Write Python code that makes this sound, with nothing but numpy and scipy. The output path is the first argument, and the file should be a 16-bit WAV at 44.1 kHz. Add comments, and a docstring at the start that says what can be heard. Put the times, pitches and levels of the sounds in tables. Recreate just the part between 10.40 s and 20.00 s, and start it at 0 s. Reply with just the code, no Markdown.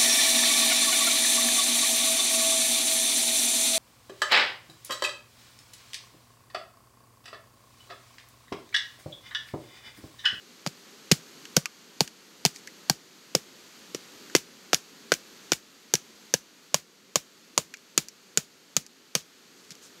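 """Stick knocking a knife through a log

A wooden stick knocks on the back of a knife, driving the blade down through a small log on a forest floor.
Each blow is a crack of crushed fibres, a short blade ring, wood modes, a low gliding thud and a shiver of litter.
Rebounds chatter, bark chips tick in two modes, and crackly noise swells rustle in the dry leaves.
Behind it filtered noise makes a thin echo and a background hiss whose level dips at many blows and swells back."""
import sys
import numpy as np
from scipy import signal
from scipy.fft import rfft, irfft, next_fast_len
from scipy.io import wavfile

SR = 44100
rng = np.random.default_rng(int(sys.argv[2]) if len(sys.argv) > 2 else 0)


def int16_out(signal):
    """Quantize to a 16-bit WAV file."""
    q = np.round(np.clip(np.atleast_2d(signal).T, -1, 1) * 32767)
    wavfile.write(sys.argv[1], SR, q.astype(np.int16))


N = 423351
T = np.arange(SR // 4) / SR  # time since a contact [s]

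# stick on knife; levels of knock and clack are relative to the strength:
# (time [s], strength [dB], crush time [ms], brightness [dB per octave], knock [Hz], knock level [dB],
#  clack [Hz], clack level [dB], dip of the background hiss [dB])
BLOWS = [ (0.263, -33.5, 1.2, -5.5, 617, 1, 1320, -4, 0), (0.714, -20.5, 3.4, -1, 380, -3, 2300, -4.5, 0.5),
         (1.167, -25, 1.3, 2.5, 463, 5, 1490, -3.5, 5), (1.6064, -25, 0.46, -1, 410, -2.5, 834, -1.5, 2),
         (2.051, -23.5, 0.92, 0, 420, -3.5, 820, -8, 0),
         (2.4972, -26.5, 1.5, 2.5, 800, -1.5, 1620, -1.5, 3.5),
         (2.9496, -26.5, 3.1, 1, 465, 5, 1480, -12, -0.2), (3.547, -38, 0.63, -2.5, 387, 5, 1340, -8, 0),
         (3.9505, -20, 0.89, -3.5, 318, -0.5, 2040, -1.5, 4.5),
         (4.3312, -22, 0.41, -6, 400, -4.5, 1370, -4.5, 1.14),
         (4.719, -23, 1.7, -4.5, 380, -1.5, 1544, 2.5, 0.5),
         (5.1191, -23.5, 0.72, -3.5, 437, -7, 1410, -5, 5.5), (5.5379, -26, 1.1, 2, 445, 0, 1660, -7, 0),
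         (5.939, -27.5, 1, 1.5, 510, 4, 1650, -1, 4.2), (6.343, -24, 1.4, -0.8, 594, 0, 1080, -2.5, 4),
         (6.7567, -25, 1.9, -0.7, 517, 0.5, 1094, -2, -0.5),
         (7.1773, -24.5, 0.94, -1, 517, -0.5, 1100, 0.5, 2.1),
         (7.577, -24, 1.46, 0.5, 420, -8, 1300, -6.5, 1.56),
         (7.9737, -26, 1.26, 0.9, 440, -5, 1460, -5, 1.75),
         (8.366, -27.5, 1.26, 1.3, 503, -5.5, 1240, -8, 2.5),
         (8.7515, -25, 0.95, -1, 495, -5, 1250, -9.5, 0)]
# colour of shaken needles and leaves, also used for the echo: (frequency [Hz], density [dB per Hz])
LITTER_SPECTRUM = [(200, 1), (500, -4), (1000, -6.5), (2500, -2), (4800, 0), (7000, 0), (9500, -6.5),
                   (15000, -11)]


def from_db(db):
    """Decibels to gain."""
    return 10 ** (np.asarray(db) / 20)


def rms_one(x):
    """Scale to rms 1."""
    return x / np.sqrt(np.mean(x ** 2) + 1e-20)


def at_level(x, db):
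    """Scale a short sound so that its energy, spread over 10 ms, has this level."""
    span_s = 0.01
    return x * from_db(db) * np.sqrt(span_s * SR / (np.sum(x ** 2) + 1e-20))


def add(out, s, x):
    """Mix a short sound in at time s."""
    i = max(round(s * SR), 0)
    out[i:i + len(x)] += x[:max(N - i, 0)]


def resonance(x, hz, width_hz):
    """Two-pole band-pass with gain 1 on top; a narrower band rings longer."""
    radius = np.exp(-np.pi * width_hz / SR)
    zeros = np.array([1, 0, -1]) * (1 - radius * radius) / 2
    poles = [1, -2 * radius * np.cos(2 * np.pi * hz / SR), radius * radius]
    return signal.lfilter(zeros, poles, x + 1e-18)


def coloured(x, spectrum):
    """Give a noise this spectrum, drawn over log frequency; rms 1."""
    hz, db = np.transpose(spectrum)
    size = next_fast_len(len(x))
    bins_hz = np.maximum(np.arange(size // 2 + 1) * SR / size, 1)
    gain = from_db(np.interp(np.log(bins_hz), np.log(hz), db))
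    return rms_one(irfft(rfft(x, size) * gain, size)[:len(x)])


def blows():
    """Crack of the stick, short ring of the clamped blade, knock and clack of the wood, thud of the ground."""
    # shiver and blade levels are re strength; a long crush muffles the blade
    shiver_db, blade_db, blade_db_per_ms = -22, 5.5, -1.3
    # a square hit is brighter, rings the blade more and drives the log harder: dB per dB/octave of brightness
    blade_per_brightness, thud_per_brightness = 1.6, 1.1
    out = np.zeros(N)
    for s, strength_db, crush_ms, tilt_db, knock_hz, knock_db, clack_hz, clack_db, _ in BLOWS:
        blade_hz, log_db, thud_db = cut_at(s)
        crack = struck(contact(crush_ms, after_db=-6, after_ms=5.8), crack_modes(), tilt_db)
        ring_db = blade_db + blade_per_brightness * tilt_db + blade_db_per_ms * crush_ms
        blade = at_level(blade_ring(blade_hz, crush_ms), ring_db)
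        knock = at_level(wood_ring(knock_hz, width_hz=170, push_ms=0.29, rough=0.53), knock_db)
        clack = at_level(wood_ring(clack_hz, width_hz=140, push_ms=0.15, rough=0.44), clack_db)
        body = at_level(log_body(), log_db)
        ground = thud(hz=141.4, swell_s=0.012, stiffening=0.902, relax_s=.011)
        ground = at_level(ground, thud_db + thud_per_brightness * tilt_db)
        shiver = from_db(shiver_db) * litter(t60=0.15)
        add(out, s, from_db(strength_db) * (crack + blade + knock + clack + body + ground + shiver))
    return out


def cut_at(s):
    """Blade pitch [Hz], log level and thud level [dB re strength] at this stage of the cut."""
    # as the cut deepens the blade tends to ring higher, the splitting log to ring less, the ground to give less:
    # (time [s], blade pitch [Hz], log level [dB re strength], thud level [dB re strength])
    cut_stages = [(0.26, 4660, -4.5, 10), (1.17, 4580, -2.5, 2), (2.5, 4620, -2.5, -1),
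                  (3.6, 5940, -2.5, -6.5), (4.7, 5920, 1, -8), (5.55, 5800, -3.5, -6.5),
                  (6.3, 6530, -15, -9), (7.6, 7080, -9.5, -10), (8.75, 6500, -23, -7)]
    times, *columns = np.transpose(cut_stages)
    return [np.interp(s, times, column) for column in columns]


def contact(crush_ms, after_db, after_ms):
    """Force of a contact: wood fibres give way in a dense burst with an even spectrum, then creak faintly."""
    age = T * 1000 / crush_ms
    creak = from_db(after_db) * np.exp(-T * 1000 / after_ms) * (1 - np.exp(-age))
    envelope = 2 * np.sqrt(age) * np.exp(-age ** 2) + creak
    burst = rfft(rng.standard_normal(len(T)) * envelope)
    even = irfft(burst / (np.abs(burst) + 1e-9), len(T))  # keep the phases, flatten the spectrum
    return even * envelope ** (1 / 3)


def crack_modes():
    """Damped modes of the stick and the gripped knife."""
    # (frequency [Hz], width [Hz], level [dB])
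    modes = [(1683, 390, -11), (2330, 350, -5.5), (3016, 460, -3.5), (3583, 230, -5), (4564, 690, 0),
             (5820, 600, 1.5), (6850, 600, 0.5), (8700, 1420, -4.5), (10540, 2400, -4), (13700, 3100, -10)]
    return modes


def struck(force, modes, tilt_db=0):
    """Modes ringing in parallel under one force; a harder contact tilts them up about 3 kHz."""
    ring = 0
    for k, (hz, width_hz, db) in enumerate(modes):
        mode = at_level(resonance(force, hz, width_hz), db + tilt_db * np.log2(hz / 3000))
        ring = ring + (-1) ** k * mode  # alternate polarity
    return ring


def blade_ring(hz, crush_ms):
    """The blade is pinched in the wood, so its ring dies within milliseconds."""
    ring = resonance(contact(crush_ms, after_db=-12, after_ms=8.2), hz, width_hz=610)
    return resonance(ring, hz, width_hz=2800)


def wood_ring(hz, width_hz, push_ms, rough):
    """A wood mode set off by one smooth push and the ragged crushing that follows."""
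    age = T * 1000 / push_ms
    push = at_level(resonance(age * np.exp(-age), hz, width_hz), 0)
    crushing = contact(crush_ms=1.72, after_db=6.0, after_ms=6.9)
    ragged = at_level(resonance(crushing, hz, width_hz), 0)
    return resonance(push + rough * ragged, hz, 2 * hz)


def log_body():
    """One push sets all the modes of the log ringing, each with a strength of its own."""
    # hollow body of the log, levels before the random spread: (frequency [Hz], width [Hz], level [dB])
    log_modes = [(329, 100, 0), (505, 240, 0.5), (723, 112, 1), (1044, 350, -6.5)]
    spread_db = 5.8
    push = T / .0002 * np.exp(-T / 0.00016)
    ring = 0
    for k, (hz, width_hz, db) in enumerate(log_modes):
        mode = resonance(resonance(push, hz, width_hz), hz, hz)
        ring = ring + at_level(mode, db + rng.normal(0, spread_db)) * (-1) ** k
    return ring


def thud(hz, swell_s, stiffening, relax_s):
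    """Weight sinks into springy ground: a few low cycles swell and die, drooping as the soil unloads."""
    pitch = hz * (0.89 + stiffening * np.exp(-T / relax_s))  # starts above hz, ends a little below
    age = T / swell_s
    envelope = age ** 3 / (1 + age ** 6) * np.exp(-T / 0.011)
    return envelope * np.sin(2 * np.pi * np.cumsum(pitch) / SR)


def litter(t60):
    """Dry needles and leaves shiver after the jolt; the fade passes gain 1 at 40 ms."""
    fade = from_db(-60 * (T - .04) / t60)
    return leaves(grain_db=3.0) * fade * (1 - np.exp(-T / 0.0011))


def leaves(grain_db):
    """Crackly noise of many small dry things touching: random grain levels make it spiky."""
    grain_levels_db = grain_db * np.minimum(rng.exponential(1, len(T)), 4)
    grains = rng.standard_normal(len(T)) * from_db(grain_levels_db)
    return coloured(grains, LITTER_SPECTRUM)


def chatter():
    """Rebounds and light touches ring stick and blade without moving the log."""
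    # separate touches where the stick lands unevenly or bounces: (time [s], level [dB])
    touches = [(0.2728, -35), (0.7195, -19), (1.165, -19.5), (2.0604, -22), (3.963, -25), (4.3442, -19.5),
               (4.7384, -28), (5.1326, -26), (5.553, -26.4)]
    # after every blow the knife kicks back against the stick; level re strength
    rebound_s, rebound_db = .005, -7.5
    rebounds = [(s + rebound_s, db + rebound_db) for s, db, *_ in BLOWS]
    out = np.zeros(N)
    for s, db in rebounds + touches:
        blade_hz, _, _ = cut_at(s)
        crack = struck(contact(crush_ms=1.34, after_db=-8, after_ms=7.9), crack_modes(), tilt_db=-1.5)
        blade = blade_ring(blade_hz, crush_ms=1.2)
        add(out, s, at_level(crack, db - 1.0) + at_level(blade, db - 5.0))
    return out


def chips():
    """Bark chips and twigs tick in the litter: each snaps brightly and rings for a moment in two modes."""
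    # (time [s], low mode [Hz], high mode [Hz], body level [dB], snap level [dB])
    ticks = [(1.053, 1640, 3000, -44.5, -47), (1.2565, 1190, 2530, -30, -32),
             (1.676, 1590, 2850, -44.5, -42.5), (2.1604, 1800, 2300, -51.5, -44),
             (2.2733, 1600, 2000, -42, -43.5), (3.898, 1300, 1740, -49, -55),
             (7.339, 1490, 2410, -39.5, -43.5), (7.37, 1500, 2340, -62, -55),
             (7.6844, 1600, 2400, -54, -40.5), (8.464, 1600, 2440, -63, -47.5),
             (9.306, 1300, 2260, -53, -44), (9.3524, 1810, 3000, -61, -53)]
    # brittle snap of dry bark: (frequency [Hz], width [Hz], level [dB])
    snap_modes = [(4580, 430, -1), (5700, 900, 3.5), (7100, 1200, 1), (11700, 2700, -8)]
    out = np.zeros(N)
    for s, low_hz, high_hz, body_db, snap_db in ticks:
        force = contact(crush_ms=1.0, after_db=-2.5, after_ms=5.1)
        body = struck(force, [(low_hz, 230, -2), (high_hz, 340, 0)])
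        body = resonance(body, high_hz, 2 * high_hz)
        snap = struck(force, snap_modes)
        add(out, s, at_level(body, body_db) + at_level(snap, snap_db))
    return out


def rustles():
    """Short swells of dry crackle, with a bump where weight comes down."""
    # litter stirring as the log tips, fibres tearing as it splits, then sleeve, stick and hand settling:
    # (time [s], time to peak [s], pitch [Hz], rustle level [dB], soft bump level [dB])
    stirs = [(2.135, 0.031, 5500, -44, -70), (8.765, 0.025, 4400, -43, -70), (9.14, 0.08, 5000, -51.5, -70),
             (9.306, 0.01, 4000, -43, -49), (9.415, 0.029, 6500, -46, -70)]
    out = np.zeros(N)
    for s, peak_s, hz, rustle_db, bump_db in stirs:
        age = T / peak_s
        crisp = resonance(leaves(grain_db=7.5), hz, 1.1 * hz)
        swell = age * np.exp(-age ** 2 / 2)
        bump = thud(hz=150, swell_s=0.014, stiffening=.7, relax_s=0.013)
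        add(out, s, at_level(crisp * swell, rustle_db) + at_level(bump, bump_db))
    return out


def forest_echo(x, t60, wet_db):
    """Trunks scatter a thin, short reverberation: convolution with decaying coloured noise."""
    t = np.arange(SR // 2) / SR
    noise = coloured(rng.standard_normal(len(t)), LITTER_SPECTRUM)
    scatter = noise * from_db(-60 * t / t60) * (1 - np.exp(-t / .015))
    scatter = scatter / np.sqrt(np.sum(scatter ** 2))
    return from_db(wet_db) * signal.fftconvolve(x, scatter)[:N]


def background_hiss():
    """A smooth hiss over a low, wavering rush; the level rises at a steady rate and steps by each blow's dip."""
    # forest hiss: (frequency [Hz], density [dB per Hz])
    hiss_spectrum = [(350, -41), (600, -7), (697, -5), (766, -4.5), (1360, -0.5), (1580, -1.5),
                     (2070, -2.5), (2950, -2), (3920, -2), (4490, 0.5), (5220, -4.5), (6580, -2.5),
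                     (9630, -15.5), (12500, -12), (15500, -22)]
    # low rush: (frequency [Hz], density [dB per Hz])
    rush_spectrum = [(18, -72), (30, -60), (70, -18.5), (108, -18), (175, -3.5), (247, -1), (339, -3.5),
                     (408, -2), (447, -4.5), (538, -8.5), (700, -18.5), (910, -38), (1540, -120)]
    start_db, recover_db_per_s, dip_s = -55.5, 4.0, 0.026  # dip_s: time the hiss takes to sink
    hiss_db, rush_db = 0.5, -4  # relative to the swell
    t = np.arange(N) / SR
    dips_db = sum(dip_db * np.clip((t - s) / dip_s, 0, 1) for s, *_, dip_db in BLOWS)
    swell = from_db(start_db + recover_db_per_s * t - dips_db)
    waver_db = 1.2 * np.interp(np.arange(N), np.linspace(0, N, 90), rng.standard_normal(size=90))
    hiss = from_db(hiss_db) * coloured(rng.standard_normal(N), hiss_spectrum)
    rush = from_db(rush_db + waver_db) * coloured(rng.standard_normal(N), rush_spectrum)
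    return swell * (hiss + rush)


def scene():
    """The work close by, the forest around it."""
    work = blows() + chatter() + chips() + rustles()
    return (work + forest_echo(work, t60=0.24, wet_db=-32.5) + background_hiss())[None]


def record(dry):
    """The small microphone loses the deep bass, the highest peaks are rounded, the top is cut."""
    cutoff_hz = 15600
    thin = signal.sosfilt(signal.butter(2, 55, "high", fs=SR, output="sos"), dry)
    rounded = thin / (1 + thin ** 8) ** (1 / 8)
    return signal.sosfilt(signal.ellip(10, .2, 80, cutoff_hz, fs=SR, output="sos"), rounded)


dry = scene()
out = record(dry)
int16_out(out)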